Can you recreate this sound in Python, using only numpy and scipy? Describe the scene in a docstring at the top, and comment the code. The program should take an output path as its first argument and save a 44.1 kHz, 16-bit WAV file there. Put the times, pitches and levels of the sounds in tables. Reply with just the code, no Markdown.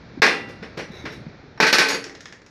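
"""One close clank of a welded sheet-steel bracket, turned in the hand over a workshop table.
It is nudged and scraped, then set down: it rocks on its edges and settles with light ticks.
Each blow rings the steel and thuds in the table top; sliding edges rasp and squeal.
The camera microphone is close by: handling bumps sound underneath, the shop rings briefly,
and the camera's limiter squashes the loud blows."""
import sys
import numpy as np
from scipy import signal
from scipy.fft import rfft, irfft
from scipy.io import wavfile
from scipy.ndimage import uniform_filter1d, minimum_filter1d

SR = 44100
rng = np.random.default_rng(int(sys.argv[2]) if len(sys.argv) > 2 else 0)


def log_audio(samples):
    """Write samples as a 16-bit WAV file to the path given in sys.argv[1]."""
    # one column per channel
    frames = np.atleast_2d(samples).T
    # limit to full scale, then quantise
    limited = np.clip(frames, -1, 1)
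    pcm = np.round(limited * 32767).astype(np.int16)
    wavfile.write(sys.argv[1], SR, pcm)


N = 110250
T = np.arange(SR) / SR  # one second, the time axis of a single contact
BAND_EDGE_HZ = 15650

# How long the workshop rings. Each row: frequency in Hz, seconds to fall 60 dB.
SHOP_T60 = [(150, 0.66), (500, 0.36), (2000, 0.36), (6000, 0.27), (13000, 0.25)]


def amp(db):
    """Decibels to gain."""
    return 10 ** (np.asarray(db) / 20)


def unit(x):
    """Scales to rms 1."""
    return x / np.sqrt(np.mean(x ** 2) + 1e-20)


def read(points, hz):
    """Reads a table on a log-frequency axis."""
    f, value = np.transpose(points)
    return np.interp(np.log(hz + 1), np.log(f), value)


def add(mix, start, sound):
    """Mixes a sound in at a start in seconds."""
    part = mix[max(round(start * SR), 0):][:len(sound)]
    part += sound[:len(part)]


def shade(x, db):
    """Minimum-phase filter; db is the gain at every bin of the full FFT circle."""
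    response = np.exp(np.conj(signal.hilbert(np.log(amp(db)))))
    return irfft(rfft(x) * response[:len(x) // 2 + 1], len(x))


def colour(x, spectrum):
    """Filters x through a spectrum, at rms 1."""
    hz = abs(np.fft.fftfreq(len(x), 1 / SR))
    return unit(shade(x, read(spectrum, hz)))


def noise(spectrum, size=SR):
    """Coloured noise at rms 1."""
    gain = amp(read(spectrum, np.fft.rfftfreq(size, 1 / SR)))
    return unit(irfft(rfft(rng.standard_normal(size)) * gain, size))


def burst(spectrum, envelope):
    """A short random push with this envelope, heard through a spectrum."""
    return colour(rng.standard_normal(SR) * envelope, spectrum) * np.sqrt(np.mean(envelope ** 2))


def brighten(x, db_per_octave, pivot_hz=2000):
    """Tilts the spectrum: a harder contact is brighter."""
    hz = np.clip(abs(np.fft.fftfreq(len(x), 1 / SR)), 400, 12000)
    return shade(x, db_per_octave * np.log2(hz / pivot_hz))


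def decay(t, t60):
    """Exponential fall of 60 dB in t60 seconds."""
    return amp(-60 * t / t60)


def fade(x, t60s):
    """Lets each frequency die at its own speed."""
    hz, t, bands = signal.stft(x, SR, nperseg=256)
    return signal.istft(bands * decay(t, read(t60s, hz)[:, None]), SR)[1][:len(x)]


def shop_air():
    """The workshop's room tone, sinking as the camera draws back."""
    # A low rumble with faint hiss. Each row: frequency in Hz, level in dB.
    spectrum = [(20, -33), (35, -12), (60, -4.5), (130, -1), (270, -6.5), (450, -8), (650, -13),
                (1100, -20), (1400, -17), (2300, -19.5), (2900, -30), (4100, -25), (5700, -32.5),
                (7200, -47.5), (8500, -75), (15500, -76)]
    # Room tone at the microphone. Each row: time in seconds, level in dB.
    levels = [(0, -44), (.6, -42.5), (1.201, -42.5), (1.549, -46.5), (2.1, -49), (2.5, -53)]
    return noise(spectrum, size=N) * amp(np.interp(np.arange(N) / SR, *np.transpose(levels)))


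def room(x, echoes_per_s=3000, delay_s=.006):
    """Sparse reflections off the shop that die faster in the treble."""
    taps = rng.choice([-1., 1.], SR) * (rng.random(SR) < echoes_per_s / SR) * (T > delay_s)
    tail = fade(taps, SHOP_T60)
    return signal.fftconvolve(x, tail / np.linalg.norm(tail))[:N]


def handling_bumps(rise_s=0.0047, sag=0.11):
    """Dull pushes of a few cycles close to the microphone, sagging in pitch."""
    # Soft bumps. Each row: start in seconds, level in dB, mid pitch in Hz.
    bumps = [(.062, -40, 136), (0.173, -26, 281), (0.197, -20, 134), (0.419, -41, 130), (0.618, -30, 190),
             (0.772, -27.5, 185), (0.901, -28, 177), (0.934, -39.5, 380), (1.018, -38, 93),
             (1.039, -28, 295), (1.10, -30, 167), (1.177, -30, 129), (1.208, -36, 168), (1.264, -26, 164),
             (1.278, -31.5, 195), (1.302, -47, 246), (1.476, -38, 90)]
    out, u = np.zeros(N), T / rise_s
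    envelope = (u * np.exp(1 - u)) ** 2
    glide = 1 + sag * (2 * np.exp(-u / 2) - 1)
    for start, db, hz in bumps:
        cycles = np.cumsum(hz * glide) / SR
        add(out, start, amp(db) * envelope * np.sin(2 * np.pi * cycles))
    return out


def scrapes(slips_per_s=1300, spread_db=1, ramp_s=.015):
    """Dense tiny slips excite the steel as it drags."""
    # Light drags. Each row: start in seconds, length in seconds, level in dB.
    drags = [(0.906, 0.13, -46.5), (1.02, 0.05, -51), (1.083, 0.076, -47.5)]
    # The steel's rasp. Each row: frequency in Hz, level in dB.
    spectrum = [(100, -24), (500, 7.5), (1200, -0.5), (2200, 6), (3200, -13), (3900, 12.5), (4400, -27.5),
                (5500, -0.5), (7500, -27), (12000, -25), (16000, -40)]
    out = np.zeros(N)
    for start, length, db in drags:
        slips = (rng.random(SR) < slips_per_s / SR) * rng.choice([-1, 1], SR)
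        strength = amp(spread_db * rng.standard_normal(SR))
        stroke = np.clip(np.minimum(T, length - T) / ramp_s, 0, 1)
        add(out, start, amp(db) * stroke * colour(slips * strength, spectrum))
    return out


def squeals(waver_hz=22):
    """Stick and slip keeps one high mode ringing unevenly."""
    # Sliding edges catch. Each row: start and length in seconds, level in dB, pitch in Hz.
    catches = [(0.622, .035, -50, 5330), (.785, 0.11, -56, 5830), (0.972, 0.054, -57, 6300),
               (1.09, .06, -53, 5520), (1.576, 0.031, -48, 5500), (1.89, .042, -28, 6665),
               (1.913, 0.041, -30.5, 4603)]
    out = np.zeros(N)
    for start, length, db, hz in catches:
        waver = unit(uniform_filter1d(rng.standard_normal(SR), size=200))
        cycles = np.cumsum(hz + waver_hz * waver) / SR
        stroke = np.sqrt(np.sin(np.pi * np.minimum(T / length, 1)).clip(0))
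        add(out, start, amp(db) * stroke * np.sin(2 * np.pi * cycles))
    return out


def ticks(click_s=0.0028, tail_db=-7, tail_s=0.023):
    """Small, quickly damped metal contacts as the bracket settles."""
    # Last touches. Each row: start in seconds, level in dB, brightness in dB per octave.
    touches = [(2.0408, -31.5, 0.5), (2.067, -36, -6), (2.096, -37, -3.5), (2.1506, -37, -3),
               (2.2067, -39, 0), (2.2561, -33.5, -2.5), (2.3248, -37.5, -2.5), (2.34, -48.5, -5.5),
               (2.418, -48, -3.5), (2.463, -46.5, -0.5)]
    # A tick's colour. Each row: frequency in Hz, level in dB.
    spectrum = [(80, -12), (350, 4), (900, -0.5), (1900, 10.5), (3100, 1.5), (4700, 4), (5350, 9.5),
                (6100, 3), (6800, 2.5), (8200, -13), (15000, -33)]
    out = np.zeros(N)
    envelope = np.exp(-T / click_s) + amp(tail_db) * np.exp(-T / tail_s)
    for start, db, tilt in touches:
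        add(out, start, amp(db) * brighten(burst(spectrum, envelope), tilt))
    return out


def knock(at_s=1.602, width_s=0.00024):
    """One hard pull and push of air as the base lands flat."""
    u = (np.arange(N) / SR - at_s) / width_s
    return amp(4.5) * 2 * u * np.exp(-u ** 2)


def clanks(blows, modes):
    """Each blow cracks, rings the steel's strong and weak modes, thuds in the table and echoes."""
    # Spectra of the weak plate modes, the first instant of contact, the table top and the shop's
    # answer. Each row: frequency in Hz, level in dB.
    plate_spectrum = [(60, -31), (200, -10.5), (400, -7), (650, -3.5), (1100, -1), (1900, 4), (2450, 0.5),
                      (3100, -10.5), (3900, -4.5), (5500, -6), (7300, -23), (10000, -38.5), (13000, -26.5),
                      (16000, -78)]
    crack_spectrum = [(50, -20), (250, -7.5), (900, 3), (2000, -13), (5000, -4.5), (7500, -23),
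                      (16000, -49.5)]
    thud_spectrum = [(25, -48), (70, -36), (150, 5.5), (290, 2), (470, 8), (700, -6), (1300, -5.5),
                     (3000, -9), (9000, -75)]
    echo_spectrum = [(100, -18.5), (250, -7), (450, 2), (700, -3.5), (1100, 1), (1900, 1), (2450, -0.5),
                     (3100, -5.5), (3900, -5.5), (5500, -5), (7300, -19), (11000, -23.5), (13500, -43),
                     (16000, -48)]
    # Damping of the weak modes. Each row: frequency in Hz, seconds to fall 60 dB.
    plate_t60 = [(200, 0.66), (1000, 0.19), (2500, 0.3), (6000, 0.18), (13000, 0.097)]
    weak_count, crack_s, echo_build_s = 1100, 0.0016, .02
    low_cut_hz = 178  # the blows carry little below this
    out, weak = np.zeros(N), np.zeros(SR // 2 + 1)
    step_hz = BAND_EDGE_HZ // weak_count
    weak_hz = step_hz * np.arange(weak_count) + rng.integers(0, step_hz, weak_count)
    weak[weak_hz] = amp(read(plate_spectrum, weak_hz))
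    strong = np.array([amp(db) * decay(T, t60) * np.sqrt(2) * np.exp(2j * np.pi * hz * T)
                       for hz, db, t60 in modes])
    for start, db, tilt, thud_db, rise_s in blows:
        # every blow starts the modes at new phases
        weak_phases = np.exp(2j * np.pi * rng.random(len(weak)))
        strong_phases = np.exp(2j * np.pi * rng.random(len(modes)))
        plate = fade(unit(irfft(weak * weak_phases)), plate_t60)
        ring = amp(-0.5) * (strong_phases @ strong).real
        crack = amp(-1) * burst(crack_spectrum, np.exp(-T / crack_s))
        echo = amp(-5) * fade(noise(echo_spectrum), SHOP_T60) * (1 - np.exp(-T / echo_build_s))
        thud = amp(thud_db) * noise(thud_spectrum) * decay(T, t60=0.21)
        blow = brighten(plate + crack + ring + echo, tilt) + thud
        onset = np.sin(np.pi / 2 * np.minimum(T / rise_s, 1)) ** 2  # glancing blows swell slowly
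        add(out, start, amp(db) * onset * blow)
    return signal.sosfilt(signal.butter(3, low_cut_hz, "high", fs=SR, output="sos"), out)


def bracket_in_hand():
    """The gripped steel rings from one loud clank, then from faint nudges."""
    # Contacts in the hand. Each row: start in seconds, level in dB, brightness in dB per octave,
    # relative table thud in dB, rise in seconds.
    blows = [(.2193, 1, -0.8, -10, 0.00017), (.226, -4.5, 0.5, -16, 0.0014), (.258, -8, 1, -8, 0.0084),
             (.48, -48, 6, 12, 0.017), (.623, -37.5, -1.5, 3, 0.0077), (.769, -35.5, 3, 9, 0.011),
             (.785, -32.5, 0.2, 6.5, 0.014), (1.051, -32.5, -1, 5.5, 0.0062), (1.12, -52, 8.5, 14.5, 0.005)]
    # Modes under the grip. Each row: frequency in Hz, level in dB, seconds to fall 60 dB.
    modes = [(423.9, -18, 0.44), (793, -24, 0.49), (1091, -13.5, 0.25), (1346, -30, 0.57),
             (1448, -15, 0.19), (1630, -10, 0.29), (1816, -15, 0.27), (1964, -17, 0.49), (2018, -8.5, 0.27),
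             (2050, -12, 0.2), (2310, -13, 0.31), (2482, -14, 0.27), (2764, -25.5, 0.51),
             (3540, -15.5, 0.32), (4150, -23, .3), (4900, -19, 0.28), (5410, -23, 0.35)]
    return clanks(blows, modes)


def bracket_on_table():
    """Set down, the steel rocks from edge to edge and rings in its free modes."""
    # Landings. Each row: start in seconds, level in dB, brightness in dB per octave,
    # relative table thud in dB, rise in seconds.
    blows = [(1.575, -41.5, -4, -27, 0.0019), (1.6015, -9, 1, -6, 0.0017), (1.6235, -9, 0, -0.5, 0.0045),
             (1.665, -13, 2.5, -15, 0.004), (1.724, -15.5, -2, -3, 0.0035), (1.728, -7, 4, -5.5, 0.00041),
             (1.7828, -6, 3.5, -9.5, 0.002), (1.816, -20.5, -4, -26, 0.0007), (1.884, -24.5, 8, -3.5, .003),
             (1.90, -23, -1, -6, 0.0034), (1.943, -30.5, 4.5, 5, 0.0027)]
    # Modes standing free. Each row: frequency in Hz, level in dB, seconds to fall 60 dB.
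    modes = [(278.7, -21, 0.74), (435.2, -17, 0.62), (461, -16.5, 0.54), (868, -10.5, 0.24),
             (1078, -18.5, 0.36), (1315, -14.5, 0.18), (1529, -10.5, 0.38), (1618, -17.5, 0.38),
             (1703, -14.5, 0.36), (1832, -19, 0.27), (1906, -16, 0.49), (2008, -23, 0.37),
             (2197, -34, 0.16), (2346, -14, 0.25), (2492, -16.5, .38), (2936, -21.5, 0.42),
             (4224, -21.5, 0.35), (4480, -26, 0.36)]
    return clanks(blows, modes)


def scene():
    """At one close microphone: clanks, small contacts with their reflections, bumps and room tone."""
    loud = bracket_in_hand() + bracket_on_table() + knock()
    small = ticks() + scrapes() + squeals()
    return (loud + small + amp(-4.5) * room(small) + handling_bumps() + shop_air())[None]


def record(dry):
    """The camera's limiter ducks ahead of loud blows and recovers; peaks clip, the top treble is cut."""
    threshold_db, slope, lookahead_s, recover_db_per_s = -12.5, 0.81, 0.017, 55
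    power_db = 10 * np.log10(abs(uniform_filter1d(dry[0] ** 2, size=300)) + 1e-12)
    over_db = np.maximum(power_db - threshold_db, 0)
    ahead = round(lookahead_s * SR)
    coming_db = -minimum_filter1d(-over_db, ahead, origin=-(ahead // 2))
    recovery_db = np.arange(N) * recover_db_per_s / SR
    held_db = np.maximum.accumulate(coming_db + recovery_db) - recovery_db
    duck_db = slope * uniform_filter1d(held_db, size=200)
    limited = np.clip(dry * amp(-duck_db), -1, 1)
    lowpass = signal.firwin(511, BAND_EDGE_HZ, window=("kaiser", 9), fs=SR)
    return signal.oaconvolve(limited, lowpass[None], "same")


dry = scene()
out = record(dry)
log_audio(out)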